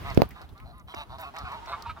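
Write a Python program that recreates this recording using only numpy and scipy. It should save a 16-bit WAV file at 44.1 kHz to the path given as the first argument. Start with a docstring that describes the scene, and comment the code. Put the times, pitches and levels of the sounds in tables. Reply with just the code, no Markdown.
"""Geese on a park path.

Greylag geese and swans crowd round. Near geese cackle in short nasal syllables, others honk higher:
each call is a train of syrinx pulses filtered by throat, mouth and bill. After a brief rustle,
something, perhaps a beak, knocks twice on the microphone's housing. Beaks and feet tick and scuff
on the asphalt, and air buffets the microphone over the hum of the distant flock."""
import sys
import numpy as np
from scipy import signal
from scipy.fft import rfft, irfft
from scipy.io import wavfile

SR = 44100
rng = np.random.default_rng(int(sys.argv[2]) if len(sys.argv) > 2 else 0)


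def unload_audio(sound):
    """Save the sound as a 16-bit wav file, at the path given as the first command line argument."""
    columns = np.transpose(np.atleast_2d(sound))
    # keep every value between -1 and 1, then stretch to whole-number steps
    steps = np.round(np.clip(columns, -1, 1) * 32767)
    wavfile.write(sys.argv[1], SR, steps.astype(np.int16))


N = 88200


def from_db(db):
    """Amplitude ratio: tenfold for every 20 dB."""
    return 10 ** (np.asarray(db) / 20)


def decay(t, t60):
    """Exponential damping: 60 dB down after t60 seconds."""
    return from_db(-60 * t / t60)


def rms_one(x):
    """Normalisation to unit power."""
    return x / np.sqrt(np.mean(x ** 2) + 1e-20)


def level(rows):
    """Gain over time, interpolated in decibels."""
    return from_db(np.interp(np.arange(N) / SR, *np.transpose(rows)))


def swell(u, attack=.27, release=.34):
    """Envelope with sinusoidal attack and release over u = 0..1."""
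    return np.sin(np.pi / 2 * np.clip(np.minimum(u / attack, (1 - u) / release), 0, 1))


def pan(db):
    """Level difference: left exceeds right by db."""
    return from_db([[db / 2], [-db / 2]])


def place(x, db, lag_s):
    """Direction from level and time differences: the right port hears x lag_s later."""
    t = np.arange(len(x)) / SR
    return pan(db) * np.array([x, np.interp(t - lag_s, t, x)])


def add(out, start, x):
    """Superposition of x from start seconds on."""
    i = int(np.clip(start * SR, 0, N - 1))
    out[..., i:i + x.shape[-1]] += x[..., :N - i]


def cut(x, hz, kind, order=2):
    """Butterworth filter."""
    sections = signal.butter(order, np.clip(hz, 10, .48 * SR), kind, fs=SR, output="sos")
    return signal.sosfilt(sections, x)


def resonate(x, hz, width_hz):
    """Damped resonator with unit peak gain."""
    r = np.exp(-np.pi * width_hz / SR)
    feedback = [1, -2 * r * np.cos(2 * np.pi * hz / SR), r * r]
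    return signal.lfilter(np.array([1, 0, -1]) * (1 - r * r) / 2, feedback, x + 1e-18)


def bank(x, resonances):
    """Parallel resonators driven by one source."""
    return sum(from_db(db) * resonate(x, hz, width_hz) for hz, width_hz, db in resonances)


def noise(spectrum, correlation):
    """Spectrally shaped noise of unit power, with a given correlation between channels."""
    hz, db = np.transpose(spectrum)
    bins_hz = np.arange(N // 2 + 1) * SR / N
    gain = from_db(np.interp(np.log(bins_hz + 1), np.log(hz), db))
    mid, side = irfft(rfft(rng.standard_normal((2, N))) * gain, N)
    return rms_one(np.sqrt(1 + correlation) * mid + np.sqrt(1 - correlation) * side * [[1], [-1]])


# The park's hush and the far flock's hum. Each row: frequency in Hz, relative spectral density in dB.
HUSH_SPECTRUM = [(60, -3.5), (150, -1.5), (250, -1), (350, -9.5), (520, -11.5), (640, -8.5), (1250, -21),
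                 (1650, -37), (2200, -30), (3100, -55), (4300, -49), (7000, -48), (10000, -32.5),
                 (15000, -34)]
FAR_SPECTRUM = [(100, -16), (220, -4.5), (400, 2), (550, -6), (800, 3), (1200, 1.5), (1600, -5),
                (2300, -11), (3100, -10), (4200, -14.5), (7000, -24), (15000, -35.5)]
# The hum's rise and fall. Each row: time in seconds, level in dB.
FAR_LEVEL = [(0, -55), (.3, -54.5), (.85, -71), (1.07, -58.5), (1.25, -56), (1.5, -50), (1.8, -47.5),
             (1.95, -56), (2, -51)]


def background():
    """Incoherent summation: distant calls blur into noise above a steady hush."""
    hush = from_db(-60) * noise(HUSH_SPECTRUM, correlation=1)
    far_flock = level(FAR_LEVEL) * noise(FAR_SPECTRUM, correlation=.13)
    return pan(-1) * (hush + far_flock)


# Gusts. Each row: time in seconds, relative level in dB.
BUFFET_LEVEL = [(0.0, -41), (0.03, -35), (0.05, -39.5), (0.14, -35.5), (0.18, -42.5), (0.26, -33.5),
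                (0.28, -55), (0.33, -42), (0.38, -60.5), (0.45, -44.5), (0.47, -59), (0.53, -39),
                (0.57, -65), (0.63, -43.5), (0.83, -55), (0.85, -46), (0.93, -67), (0.97, -43), (1.06, -60),
                (1.1, -46.5), (1.38, -59.5), (1.44, -38), (1.49, -52.5), (1.87, -53), (1.89, -41.5),
                (2.0, -59.5)]
# Their rumble. Each row: frequency in Hz, relative spectral density in dB.
BUFFET_SPECTRUM = [(20, -45), (30, -32), (44, 1), (68, 1.5), (110, -4.5), (200, -15), (400, -27.5),
                   (1000, -58)]


def buffet():
    """Turbulence: air at the microphone makes low-frequency pressure fluctuations."""
    return from_db(1.5) * level(BUFFET_LEVEL) * noise(BUFFET_SPECTRUM, correlation=.35)


# Handling noise. Each row: time in seconds, level in dB.
RUSTLE_LEVEL = [(0, -47), (.1, -46), (.2, -46), (.25, -48.5), (.29, -69.5), (.4, -82), (.5, -120)]
# Its timbre. 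Each row: frequency in Hz, relative spectral density in dB.
RUSTLE_SPECTRUM = [(100, -7), (400, -2), (1000, -2.5), (2200, -7.5), (4500, -15), (8000, -30),
                   (14000, -23.5), (17000, -26)]


def rustle():
    """Friction: handling the microphone makes brief broadband noise."""
    return level(RUSTLE_LEVEL) * pan(-2) * noise(RUSTLE_SPECTRUM, correlation=.16)


# Ticks of beaks and grit. Each row: start in seconds, level in dB, centre in Hz, T60 in seconds.
GRIT_TICKS = [(0.1017, -41.5, 4800, 0.024), (.128, -54, 6000, 0.013), (0.146, -39.5, 5740, 0.023),
              (.233, -34.5, 4170, 0.0066), (.306, -47, 1950, 0.088), (.308, -56.5, 5570, 0.036),
              (0.415, -48.5, 4370, 0.042), (0.49, -56, 3700, 0.056), (0.5774, -55.5, 4170, 0.044),
              (.6, -49.5, 2130, 0.033), (0.7805, -61.5, 10800, 0.039), (0.7965, -53.5, 6000, .02),
              (0.9461, -39.5, 5250, 0.016), (1.035, -53, 9450, 0.0095), (1.1847, -48, 4630, 0.027),
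              (1.366, -41, 5100, 0.012), (1.3853, -39.5, 4800, 0.034), (1.52, -43.5, 5300, 0.0092),
              (1.66, -47, 5600, 0.018), (1.8229, -36, 4640, 0.016)]


def ticks():
    """Impact noise: each small crunch is a broad, decaying resonance with fizz above it."""
    out, t = np.zeros((2, N)), np.arange(SR // 10) / SR
    for start, db, hz, t60 in GRIT_TICKS:
        grit = rng.standard_normal((2, len(t))) + rng.standard_normal(len(t))
        tone = rms_one(resonate(resonate(grit, hz, width_hz=.18 * hz), hz, width_hz=hz))
        fizz = from_db(-7.5) * rms_one(cut(grit, 10900, "high"))
        add(out, start, from_db(db) * decay(t, t60) * (tone + fizz))
    return out


# Rubs and scuffs. Each row: start and length in seconds, level in dB, low and high band edges in Hz,
# left over right in dB.
SCUFFS = [(0.186, 0.025, -27, 107, 605, 11.5), (0.224, 0.015, -29, 202, 895, -4),
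          (0.938, 0.013, -37, 285, 1800, -5), (1.19, 0.033, -58.5, 3500, 16000, -6),
          (1.208, 0.016, -49, 11000, 15600, 3), (1.362, 0.011, -41.5, 1300, 2780, -3),
          (0.29, 0.0051, -52, 12900, 16200, -13), (0.402, 0.03, -49.5, 304, 790, 1),
          (1.65, 0.02, -51.5, 680, 2440, 5)]


def scuffs():
    """Sliding friction gives bands of noise: dull on the housing, bright on the asphalt."""
    out, t = np.zeros((2, N)), np.arange(SR // 10) / SR
    for start, length, db, low_hz, high_hz, side_db in SCUFFS:
        grit = rms_one(cut(rng.standard_normal((2, len(t))), [low_hz, high_hz], "band", order=3))
        add(out, start, from_db(db) * pan(side_db) * swell(t / length) * grit)
    return out


# The housing's modes. Each row: frequency in Hz, gain in dB, T60 in seconds, left over right in dB.
HOUSING_MODES = [(71.6, -23.5, 0.039, -16.5), (125, -6, 0.022, -1), (256, -11.5, 0.042, 3.5)]
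# Resonances of the crack. Each row: centre and bandwidth in Hz, gain in dB.
CRACK_BANDS = [(2270, 1000, 8), (4230, 500, 4.5), (6230, 250, -4)]
# Blows on the housing. Each row: start in seconds, gain in dB, contact pitch in Hz, crack gain in dB.
HOUSING_KNOCKS = [(0.1748, 3, 343, -23.5), (0.2191, -1, 657, -12)]


def knocks(side_db=-11.5, zing_hz=13800):
    """Impulse excitation: a heavy contact pulse, topped by a crack, rings the housing's modes."""
    out, t = np.zeros((2, N)), np.arange(SR // 6) / SR

    def ring(hz, t60):
        return -np.sin(2 * np.pi * hz * t) * decay(t, t60)

    for start, db, hz, crack_db in HOUSING_KNOCKS:
        contact = place(cut(ring(hz, t60=.0061), 2.86 * hz, "low"), side_db, lag_s=.0001)
        body = sum(from_db(mode_db) * pan(mode_side_db) * ring(mode_hz, t60)
                   for mode_hz, mode_db, t60, mode_side_db in HOUSING_MODES)
        body *= [[1], [-1]]  # the housing rocks, so its two ports move in antiphase
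        burst = rng.standard_normal((2, len(t))) * decay(t, t60=.0034)
        zing = resonate(resonate(burst, zing_hz, 3400), zing_hz, 3400)
        crack = cut(bank(burst, CRACK_BANDS), 6020, "low", order=6) + from_db(-2) * zing
        add(out, start, from_db(db) * (contact + from_db(crack_db) * pan(side_db) * crack))
        add(out, start + .5 / hz, from_db(db) * cut(body, 470, "low"))  # half a contact cycle later
    return out


def park_reverb(x, dull_hz=4860):
    """Diffuse reflection: ground, bodies and trees return a faint, dull tail."""
    t = np.arange(SR // 2) / SR
    tail = cut(rng.standard_normal((2, len(t))), dull_hz, "low") * decay(t, t60=.13) * (t > .004)
    tail /= np.sqrt(np.sum(tail ** 2) / 2 * SR / 2 / dull_hz)  # about unit gain in the passband
    return from_db(-15) * signal.fftconvolve(x[None], tail, axes=1)[:, :N]


def scatter(x):
    """Early reflections from the ground and nearby bodies smear each pulse, anew for every call."""
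    t = np.arange(SR // 30) / SR
    spray = rng.standard_normal(len(t)) * decay(t, t60=.06) * (t > .001)
    return x + from_db(-1) * signal.fftconvolve(x, spray / np.linalg.norm(spray))[:len(x)]


def syrinx(hz, rough, jitter=.037, shimmer_db=11.5):
    """Valved airflow: a pulse and a puff each cycle; roughness adds irregularity and breath."""
    wobble, shimmer, air = rng.standard_normal((3, len(hz)))
    phase = np.cumsum(hz * (1 + jitter * rough * rms_one(cut(wobble, 150, "low")))) / SR
    pulses = np.diff(np.floor(phase), prepend=0) * from_db(shimmer_db * rough * shimmer)
    puffs = rms_one(air * np.exp(-2 * (phase % 1)))
    voice = (1 - rough) * rms_one(pulses) + rough * puffs
    return voice, puffs


# The throat's formants in three registers. Each row: centre and bandwidth in Hz, gain in dB.
LOW_FORMANTS = [(730, 170, -4), (1000, 200, -7), (1220, 150, -4)]
HIGH_FORMANTS = [(1730, 100, -15.5), (2105, 860, -16), (3670, 220, -13.5)]
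EDGE_FORMANTS = [(5830, 920, -42.5), (8060, 770, -38.5), (12530, 3000, -39.5)]
# The callers' direction. Each row: time in seconds, lag of the right channel in seconds.
CALLER_LAG = [(0, -.00016), (1.0, -.00018), (1.6, -.00016), (1.73, -.00003), (2, -.00003)]
# Low nasal syllables. Each row: start and length in seconds, peak pitch in Hz, time of that peak as a
# share of the length, level in dB, mouth resonance in Hz, roughness from 0 to 1, treble gain in dB,
# bill resonance in Hz, further gain of the edge formants in dB.
CACKLE_CALLS = [(.04, 0.097, 142.5, 0.37, -37, 1057, 0.22, -5, 1970, -2),
                (.335, 0.13, 168.4, 0.39, -53, 1404, 0.57, -5.5, 1500, 1.5),
                (.64, 0.097, 120.1, 0.52, -53, 756, 0.15, -3.5, 4100, 2),
                (.87, 0.0745, 162.6, 0.62, -47, 1034, 0.22, 0, 3160, 3),
                (.944, .098, 150.3, 0.48, -39.5, 1050, 0.2, 0, 2660, -0.5),
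                (1.087, 0.089, 135.9, 0.73, -43.5, 1065, 0.12, -8, 3940, 1.5),
                (1.178, 0.077, 165.5, 0.29, -40, 803, 0.12, -2.5, 1530, 4),
                (1.22, 0.086, 141.2, .62, -42, 1054, 0.2, -6, 2500, 3),
                (1.333, 0.076, 165.1, 0.51, -42, 860, 0, -4, 1750, 2),
                (1.355, 0.09, 145.3, 0.42, -41, 1174, 0.01, -5, 4000, -4),
                (1.47, 0.084, 139.3, .55, -39.5, 1150, 0.2, -7.5, 2080, 0),
                (1.512, 0.059, 162.4, 0.95, -39.5, 990, 0.08, -5.5, 1860, -1),
                (1.665, 0.076, 140.6, 0.72, -38, 1010, 0.23, -5.5, 3930, -3.5),
                (1.755, 0.062, 153, 0.63, -46.5, 860, 0.25, -36, 2140, -6),
                (1.958, 0.037, 137.3, 0.26, -45.5, 1200, 0.31, -23.5, 3640, 0)]
# Higher honks, with the same columns.
HONK_CALLS = [(.22, 0.036, 300.4, 0.35, -45.5, 1200, .25, -30, 2160, -23),
              (.35, 0.085, 209, 0.53, -49.5, 1124, 0.11, -38, 2000, -10),
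              (.545, .112, 213.5, 0.72, -54, 1134, 0.054, -1, 1980, -16),
              (.72, .108, 209.8, 0.47, -53.5, 1135, 0.088, 1, 2000, -8),
              (1.44, 0.054, 380, -0.1, -38.5, 1253, 0.29, -4.5, 2350, -28),
              (1.562, 0.04, 300.3, 0.4, -44, 920, 0.024, 4, 2800, -19),
              (1.605, .062, 315, 0.63, -46.5, 904, 0.024, 4, 1860, -19),
              (1.716, .044, 167.8, .25, -32.5, 1193, 0.24, -5.5, 2180, -12),
              (1.803, 0.054, 313, -0.018, -47, 1170, 0.28, -14, 2330, -11),
              (1.851, 0.016, 280, 0.2, -39, 1110, 0.15, -11, 2280, 5),
              (1.851, 0.054, 316.7, 0.61, -37.5, 973, 0.039, 3.5, 2550, -3),
              (1.889, 0.028, 323, -0.011, -35.5, 1330, 0.27, -0.5, 2270, 1)]


def geese(calls, mouth_width_hz, mouth_db, low_cut_hz, sag, arch_s=.046, crossover_hz=4140):
    """Source and filter: syrinx pulses on an arch of pitch ring in throat, mouth and bill."""
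    out, t = np.zeros((2, N)), np.arange(SR // 6) / SR
    for start, length, peak_hz, peak_at, db, mouth_hz, rough, treble_db, bill_hz, edge_db in calls:
        arch = np.exp(-((t - peak_at * length) / arch_s) ** 2)
        voice, puffs = syrinx(peak_hz * (1 - sag * (1 - arch)), rough)
        rasp = voice + (.79 + rough) * puffs
        mouth, bill = (mouth_hz, mouth_width_hz, mouth_db), (bill_hz, 210, -8)
        low = cut(bank(voice, LOW_FORMANTS + [mouth]), 1067, "low")
        high = cut(bank(rasp, HIGH_FORMANTS + [bill]), crossover_hz, "low", order=4)
        edge = from_db(edge_db) * cut(bank(rasp + puffs, EDGE_FORMANTS), crossover_hz, "high")
        radiated = cut(low + from_db(treble_db) * (high + edge), low_cut_hz, "high", order=7)
        envelope = swell(t / length)
        call = scatter(envelope * radiated)
        power = np.sum(call ** 2) / np.sum(envelope ** 2)
        lag_s = np.interp(start, *np.transpose(CALLER_LAG))
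        add(out, start, place(from_db(db) * call / np.sqrt(power), db=-2.2, lag_s=lag_s))
    return out


def scene():
    """Superposition of the near flock, its reverberation, small contacts and the ambient noise."""
    cackles = geese(CACKLE_CALLS, mouth_width_hz=180, mouth_db=1.5, low_cut_hz=648, sag=.17)
    honks = geese(HONK_CALLS, mouth_width_hz=90, mouth_db=17, low_cut_hz=763, sag=.11)
    flock = cackles + honks
    reverb = park_reverb(flock.mean(axis=0))
    return flock + reverb + knocks() + scuffs() + ticks() + buffet() + rustle() + background()


def record(dry):
    """Band limiting and clipping: deep rumble is removed, peaks are capped and the top is cut."""
    clipped = np.clip(cut(dry, 32, "high"), -.95, .95)
    low_pass = signal.ellip(10, .1, 80, 16300, fs=SR, output="sos")
    return signal.sosfilt(low_pass, clipped)


dry = scene()
out = record(dry)
unload_audio(out)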